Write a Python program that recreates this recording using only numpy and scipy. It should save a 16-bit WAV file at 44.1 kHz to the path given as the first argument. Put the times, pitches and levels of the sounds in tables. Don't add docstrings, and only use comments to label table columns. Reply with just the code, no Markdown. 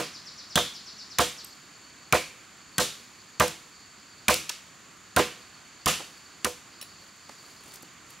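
import sys
import numpy as np
from scipy import signal
from scipy.fft import rfft, irfft, next_fast_len
from scipy.io import wavfile

SR = 44100
rng = np.random.default_rng(int(sys.argv[2]) if len(sys.argv) > 2 else 0)


def transcribe(signal):
    frames = np.atleast_2d(signal).T
    limited = np.clip(frames, -1, 1)
    pcm = np.round(limited * 32767).astype(np.int16)
    wavfile.write(sys.argv[1], SR, pcm)


N = 361619
CLOCK = np.arange(N) / SR
T = np.arange(3 * 2 ** 13) / SR


def undb(db):
    return 10 ** (np.asarray(db) / 20)


def unit(x):
    return x / np.sqrt(np.mean(x ** 2))


def along(points, hz):
    f, value = np.transpose(points)
    return np.interp(np.log(hz), np.log(f), value)


def bell(hz, centre_hz, octaves):
    return np.exp(-.5 * (np.log2(hz / centre_hz) / octaves) ** 2)


def fall(t60_s):
    return np.exp(-np.log(1000) * T / t60_s)


def evenly(start_s, every_s, count):
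    return start_s + every_s * np.arange(count)


def stereo(mid, side=0):
    return np.array([mid + side, mid - side])


def add(out, start_s, x):
    i = int(round(start_s * SR))
    lo, hi = max(i, 0), min(i + x.shape[1], N)
    out[:, lo:hi] += x[:, lo - i:hi - i]


def noise(gain, size):
    padded = next_fast_len(size)
    hz = np.fft.rfftfreq(padded, 1 / SR) + 1
    random_phase = np.exp(2j * np.pi * rng.random(len(hz)))
    return unit(irfft(gain(hz) * random_phase, padded)[:size])


def walk(rate_hz):
    return noise(lambda hz: np.exp(-(hz - 1) / rate_hz), N)


def coloured(x, gain):
    hz = np.fft.rfftfreq(len(T), 1 / SR) + 1
    return irfft(rfft(x) * unit(gain(hz)), len(T))


def burst(gain, length_s):
    u = 2 * T / length_s
    return u * np.exp(1 - u) * coloured(rng.standard_normal(len(T)), gain)


def ring(modes, scatter_db, detune):
    out = 0
    for hz, level_db, t60_s, rise_s in modes:
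        weight, shift, phase_cycles = rng.standard_normal(3)
        shape = (1 - np.exp(-(T / rise_s) ** 2)) * fall(t60_s)
        wave = np.sin(2 * np.pi * (hz * (1 + detune * shift) * T + phase_cycles))
        out = out + undb(level_db + scatter_db * weight) * shape * wave
    return out


# pitch_hz, level_db
ECHO_COLOUR = [(60, -10), (250, -9), (600, -18.5), (1300, -7.5), (2600, -0.5), (5000, 0.5), (8000, -0.5),
               (15000, 1)]
# pitch_hz, t60_s
TRUNK_DECAY = [(100, 0.3), (600, 0.42), (1300, 0.26), (3000, 0.39), (6000, 0.37), (10000, 0.3),
               (15000, 0.21)]


def forest(first_s=.013, build_s=0.0068, late_db=-26, late_t60_s=1.0, side_db=-3):
    hz = np.fft.rfftfreq(len(T), 1 / SR) + 1
    white = stereo(rng.standard_normal(len(T)), undb(side_db) * rng.standard_normal(len(T)))
    scatter = rfft(white) * undb(along(ECHO_COLOUR, hz))
    late = undb(late_db) * fall(late_t60_s)
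    centres_hz, t60s_s = np.transpose(TRUNK_DECAY)
    out = 0
    for t60_s, share in zip(t60s_s, np.eye(len(centres_hz))):
        band = irfft(scatter * np.interp(np.log(hz), np.log(centres_hz), share), len(T))
        out = out + band * (fall(t60_s) + late)
    return out * np.clip((T - first_s) / build_s, 0, 1) * undb(-28.5)


def echo(x, trunks, db):
    return undb(db) * signal.fftconvolve(x[None], trunks, axes=1)[:, :len(x)]


def hit(gain, length_s, echo_db, side_db=-6):
    direct = stereo(burst(gain, length_s), undb(side_db) * burst(gain, length_s))
    return direct + undb(echo_db) * np.sqrt(length_s * SR) * coloured(forest(), gain)


# pitch_hz, level_db
HUSH_COLOUR = [(20, -12), (45, -8), (80, -2.5), (180, 0.5), (300, -1), (520, -9.5), (720, -6.5), (880, -8),
               (1100, -1.5), (2400, -5), (3800, -9.5), (6000, -17), (9500, -22.5), (15500, -34)]


def air(air_db=-53.5, side_db=2, left_db=-0.5):
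    mid, side = (noise(lambda hz: undb(along(HUSH_COLOUR, hz)), N) for _ in range(2))
    level = undb(air_db + .5 * walk(rate_hz=0.5))
    return stereo(mid, undb(side_db) * side) * level * undb([[left_db], [-left_db]])


# start_s, release_start_s
CHORUS_PHRASES = [(-.3, 2.2), (2.5, 4.4), (5.05, 6.22), (6.6, 7.7)]
PHRASE_DB, PHRASE_ATTACK_S, PHRASE_RELEASE_S = 5.5, 0.17, .25


def phrasing():
    singing = 0
    for start_s, release_start_s in CHORUS_PHRASES:
        attack = (CLOCK - start_s) / PHRASE_ATTACK_S
        release = 1 - (CLOCK - release_start_s) / PHRASE_RELEASE_S
        singing = singing + np.clip(np.minimum(attack, release), 0, 1)
    return undb(PHRASE_DB * singing)


# centre_hz, width_hz, level_db
LOW_CHORUS = [(4474, 92, -67), (4610, 570, -66)]
# centre_hz, width_hz, level_db
HIGH_CHORUS = [(6960, 380, -63), (6750, 1020, -62), (7610, 98, -70)]


def insects(choruses, flutter_db, side_db):
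    out = 0
    for centre_hz, width_hz, level_db in choruses:
        def band(hz):
            return 1 / (1 + (2 * (hz - centre_hz) / width_hz) ** 2 / 2)

        mid, side = noise(band, N), noise(band, N)
        level = undb(level_db + flutter_db * walk(rate_hz=17))
        out = out + stereo(mid, undb(side_db) * side) * level
    return out


def drone():
    low = insects(LOW_CHORUS, flutter_db=2.0, side_db=-9.5) * phrasing()
    return low + insects(HIGH_CHORUS, flutter_db=0.5, side_db=-2.0)


SONG_START_S, NOTE_EVERY_S, LAST_NOTE_S, BIRD_DB = .006, .1207, 1.365, -42
NOTE_S, NOTE_FROM_HZ, NOTE_FALL_HZ_PER_S = 0.054, 6720, 68500


def bird():
    out = np.zeros((2, N))
    age_s = np.minimum(T, NOTE_S)
    swell = np.abs(np.sin(np.pi * age_s / NOTE_S)) ** 1.3
    pitch_hz = NOTE_FROM_HZ - NOTE_FALL_HZ_PER_S * age_s
    note = swell * np.sin(2 * np.pi * np.cumsum(pitch_hz) / SR)
    for start_s in [*evenly(SONG_START_S, NOTE_EVERY_S, count=10), LAST_NOTE_S]:
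        blur = echo(note, forest(first_s=0.0029, late_db=-10), db=-2.6)
        add(out, start_s, stereo(undb(-0.5) * note) + blur)
    return out * undb(BIRD_DB) * undb([[1.5], [-1.5]])


# pitch_hz, level_db
LITTER_COLOUR = [(300, 1.5), (2000, -5), (5000, -5), (10000, -7.5), (15500, -15)]
# middle_s, half_length_s, level_db
MOVEMENTS = [(7.056, 0.033, -64), (7.492, 0.14, -60), (7.72, 0.069, -55), (8.125, 0.039, -57)]
STILL_LITTER_DB = -65


def litter(grain_db=3.0):
    def crackle():
        grain = undb(grain_db * walk(rate_hz=160))
        return unit(noise(lambda hz: undb(along(LITTER_COLOUR, hz)), N) * grain)

    level = undb(STILL_LITTER_DB)
    for middle_s, half_s, level_db in MOVEMENTS:
        level = level + undb(level_db) * np.exp(-((CLOCK - middle_s) / half_s) ** 2)
    return stereo(crackle(), undb(-3) * crackle()) * level


# start_s, level_db, length_s, centre_hz
CHIP_SNAPS = [(3.48, -29, 0.0022, 7400), (4.342, -12.5, 0.0006, 7200), (4.4924, -23.5, 0.005, 4250),
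              (7.736, -44, 0.0071, 7400), (7.756, -43.5, .0051, 6700), (7.823, -47.5, 0.0055, 9000),
              (8.102, -48, 0.0055, 7000)]
SNAP_OCTAVES, SNAP_ECHO_DB = 0.91, -10.5
# start_s, level_db, length_s, centre_hz
WOOD_BUMPS = [(4.497, -36, 0.0077, 1110), (5.993, -40.5, 0.018, 520), (7.292, -42, .0069, 453),
              (7.828, -46, 0.0086, 168)]
BUMP_OCTAVES, BUMP_ECHO_DB = 1.25, 1
BARK_DB, BARK_S, BARK_HZ = -5, 0.0041, 4500


def handling():
    out = np.zeros((2, N))
    for start_s, level_db, length_s, centre_hz in CHIP_SNAPS:
        snap = hit(lambda hz: bell(hz, centre_hz, SNAP_OCTAVES), length_s, SNAP_ECHO_DB)
        add(out, start_s, undb(level_db) * snap)
    for start_s, level_db, length_s, centre_hz in WOOD_BUMPS:
        dull = hit(lambda hz: bell(hz, centre_hz, BUMP_OCTAVES), length_s, BUMP_ECHO_DB)
        bark = hit(lambda hz: bell(hz, BARK_HZ, octaves=0.86), BARK_S, BUMP_ECHO_DB)
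        add(out, start_s, undb(level_db) * dull)
        add(out, start_s, undb(level_db + BARK_DB) * bark)
    return out


SQUEAK_START_S = 1.444


def squeak(trunks, squeak_db=-38, length_s=0.007, base_from_hz=3850, base_to_hz=4480):
    u = np.clip(T / length_s, 0, 1)
    phase = 2 * np.pi * np.cumsum(base_from_hz + (base_to_hz - base_from_hz) * u) / SR
    friction = np.sin(2 * phase) + np.sin(3 * phase)
    grit = coloured(rng.standard_normal(len(T)), lambda hz: bell(hz, 11000, octaves=.7))
    rub = undb(squeak_db) * np.sin(np.pi * u) * (friction + undb(-10) * grit)
    return stereo(rub) + echo(rub, trunks, db=-7.5)


# pitch_hz, level_db, t60_s, rise_s
BLADE_MODES = [(2560, -6, 0.062, .001), (2920, -3, 0.044, .001), (3960, -1, 0.075, 0.00091),
               (5440, 1, 0.078, .001), (9740, 8, 0.022, 0.0011), (10500, -2, 0.096, .001),
               (12800, -16, .09, .001), (14900, -9, .03, .001)]
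# start_s, level_db
BLADE_CLINKS = [(6.812, -41), (6.824, -43)]
SCRAPE_DB, SCRAPE_S, SCRAPE_HZ, SCRAPE_OCTAVES = 2, 0.0062, 6000, 5.3


def blade(trunks):
    out = np.zeros((2, N))
    add(out, SQUEAK_START_S, squeak(trunks))
    for start_s, level_db in BLADE_CLINKS:
        clink = undb(level_db) * ring(BLADE_MODES, scatter_db=1.5, detune=0.0035)
        scrape = hit(lambda hz: bell(hz, SCRAPE_HZ, SCRAPE_OCTAVES), SCRAPE_S, echo_db=-11)
        add(out, start_s, stereo(clink) + echo(clink, trunks, db=-13))
        add(out, start_s, undb(level_db + SCRAPE_DB) * scrape)
    return out


# pitch_hz, level_db, t60_s, rise_s
GROUND_MODES = [(75.2, -3.5, 0.16, 0.0035), (98, -19.5, 0.31, 0.0089), (160, -5, 0.11, 0.017),
                (194, -9, 0.08, 0.011)]
THUD_DB, THUD_S, THUD_HZ, THUD_OCTAVES, THUMP_DB = -10.5, 0.012, 163.2, 0.35, -7


def ground(force_db, echo_db, trunks):
    thud = hit(lambda hz: bell(hz, THUD_HZ, THUD_OCTAVES), THUD_S, echo_db, side_db=2.5)
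    thump = undb(force_db + THUMP_DB) * ring(GROUND_MODES, scatter_db=1, detune=0.04)
    return undb(force_db + THUD_DB) * thud + stereo(thump) + echo(thump, trunks, echo_db)


# pitch_hz, level_db, t60_s, rise_s
POLE_MODES = [(272.5, -22, 0.24, 0.011), (325.3, -8.5, 0.21, 0.027), (411.2, -9, 0.18, 0.023),
              (492.7, 8, 0.16, 0.037), (508.6, 9.5, 0.096, 0.036), (554, -6, 0.17, 0.029),
              (610.6, 0.5, 0.13, 0.024), (698, 0, 0.14, 0.038), (700, 7.5, 0.1, 0.029),
              (743, -10, 0.19, 0.0059), (896, -4.5, 0.14, 0.021), (1006, 2, 0.1, 0.016),
              (1043, -10, 0.18, 0.0069), (1217, -12, 0.081, 0.0044), (1357, -23, 0.16, 0.014),
              (1560, -2, 0.056, 0.0062)]
RING_DB = 0.5


def pole(bounce_db, echo_db, trunks):
    tone = undb(bounce_db + RING_DB) * ring(POLE_MODES, scatter_db=1.5, detune=.011)
    return stereo(tone) + echo(undb(-5) * tone, trunks, echo_db)


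# pitch_hz, level_db
WOOD_COLOUR = [(80, -15), (200, -2), (400, -3.5), (700, -1.5), (1400, 0), (2000, -4), (3200, -10),
               (5000, -16.5), (12000, -29.5)]
WOOD_ECHO_DB = -1.5


def wood(height_db, centre_hz, octaves, length_s, echo_db):
    def colour(hz):
        return undb(along(WOOD_COLOUR, hz) + height_db * bell(hz, centre_hz, octaves))

    return hit(colour, length_s, echo_db + WOOD_ECHO_DB)


SLAP_DB, SLAP_S, SLAP_HEIGHT_DB = -6, .013, 10
REBOUND_AFTER_S, REBOUND_S_PER_GAIN = .013, .05


def slap(bounce_db, slap_hz, echo_db):
    return undb(bounce_db + SLAP_DB) * wood(SLAP_HEIGHT_DB, slap_hz, 0.33, SLAP_S, echo_db)


KNOCK_S, KNOCK_HZ, KNOCK_HEIGHT_DB = 0.0084, 1220, 7


def knock(force_db, echo_db):
    return undb(force_db) * wood(KNOCK_HEIGHT_DB, KNOCK_HZ, 0.17, KNOCK_S, echo_db)


# pitch_hz, level_db
EDGE_COLOUR = [(500, 1.5), (2500, 4), (5000, 4.5), (10000, 2.5), (13000, -5.5), (15500, -7)]
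EDGE_DB, EDGE_S = 1, .0011
# pitch_hz, level_db
CRACK_COLOUR = [(200, 3.5), (900, -12), (2000, -5.5), (3500, -1), (5300, -3.5), (7000, -0.5), (8500, -5),
                (11500, -6.5), (15500, -14)]
CRACK_S, CRACK_SHARE_OF_BITE, SPLIT_OCTAVES = .0029, 0.19, 0.17


def crack(crack_db, bite_s, split_hz, split_height_db, echo_db):
    def fibres(hz):
        return undb(along(CRACK_COLOUR, hz) + split_height_db * bell(hz, split_hz, SPLIT_OCTAVES))

    tick = undb(EDGE_DB) * hit(lambda hz: undb(along(EDGE_COLOUR, hz)), EDGE_S, echo_db)
    return undb(crack_db) * (tick + hit(fibres, CRACK_S + CRACK_SHARE_OF_BITE * bite_s, echo_db))


# start_s, force_db, bite_s (until the blade stops), crack_db, split_hz, split_height_db,
# bounce_db (of the pole), slap_hz, echo_db
BLOWS = [(-0.033, -19.5, 0.0055, -23.5, 2470, 9, -21.5, 346, -0.5),
         (0.5563, -18, 0.016, -15.5, 3440, 13.5, -19.5, 600, -1.5),
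         (1.1851, -17.5, 0.006, -17, 3180, 5.5, -18.5, 590, 0.5),
         (2.1246, -17, 0.0052, -15.5, 2350, 19, -15, 553, -2),
         (2.7815, -23, 0.0052, -17.5, 3850, 5, -21.5, 595, 2),
         (3.3981, -15, 0.0055, -18.5, 2600, 1, -16, 760, -1.5),
         (4.2820, -16.5, .005, -14, 2420, 10.5, -17.5, 615, 0),
         (5.163, -16, 0.0051, -19, 2840, 4, -11.5, 420, -1),
         (5.859, -20, 0.0057, -20, 2740, 7.5, -24, 696, 6),
         (6.4456, -24, .005, -18, 3500, -2, -26.5, 430, -9.5)]


def chops(trunks):
    out = np.zeros((2, N))
    for (start_s, force_db, bite_s, crack_db, split_hz, split_height_db,
         bounce_db, slap_hz, echo_db) in BLOWS:
        lands_s = start_s + REBOUND_AFTER_S + REBOUND_S_PER_GAIN * undb(bounce_db)
        add(out, start_s, crack(crack_db, bite_s, split_hz, split_height_db, echo_db))
        add(out, start_s + bite_s, knock(force_db, echo_db))
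        add(out, start_s, ground(force_db, echo_db, trunks))
        add(out, start_s, pole(bounce_db, echo_db, trunks))
        add(out, lands_s, slap(bounce_db, slap_hz, echo_db))
    return out


def scene():
    trunks = forest()
    background = air() + drone() + bird()
    return background + litter() + handling() + blade(trunks) + chops(trunks)


# pitch_hz, side_db
PAIR_WIDTH = [(80, -14.5), (200, -13), (500, -13), (1200, -15.5), (2500, -18), (4500, -13), (7000, -2),
              (12000, -5)]
# pitch_hz, left_minus_right_db
PAIR_BALANCE = [(80, 1.5), (200, 0), (400, -5.5), (700, -1.1), (1200, -5), (2400, -3), (4500, 0.3),
                (7000, 0.9), (12000, 0.5)]


def record(dry, low_hz=48, peak=.75, top_hz=15700):
    hz = np.fft.rfftfreq(2 ** 19, 1 / SR) + 1
    left, right = rfft(dry, 2 * len(hz) - 2)
    pair = stereo(left + right, (left - right) * undb(along(PAIR_WIDTH, hz))) / 2
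    tilt = undb(stereo(0, along(PAIR_BALANCE, hz) / 2))
    heard = irfft(pair * tilt)[:, :N]
    thinned = signal.sosfilt(signal.butter(2, low_hz, "high", fs=SR, output="sos"), heard)
    rounded = peak * np.tanh(thinned / peak)
    return signal.sosfilt(signal.ellip(10, .2, 80, top_hz, fs=SR, output="sos"), rounded)


dry = scene()
out = record(dry)
transcribe(out)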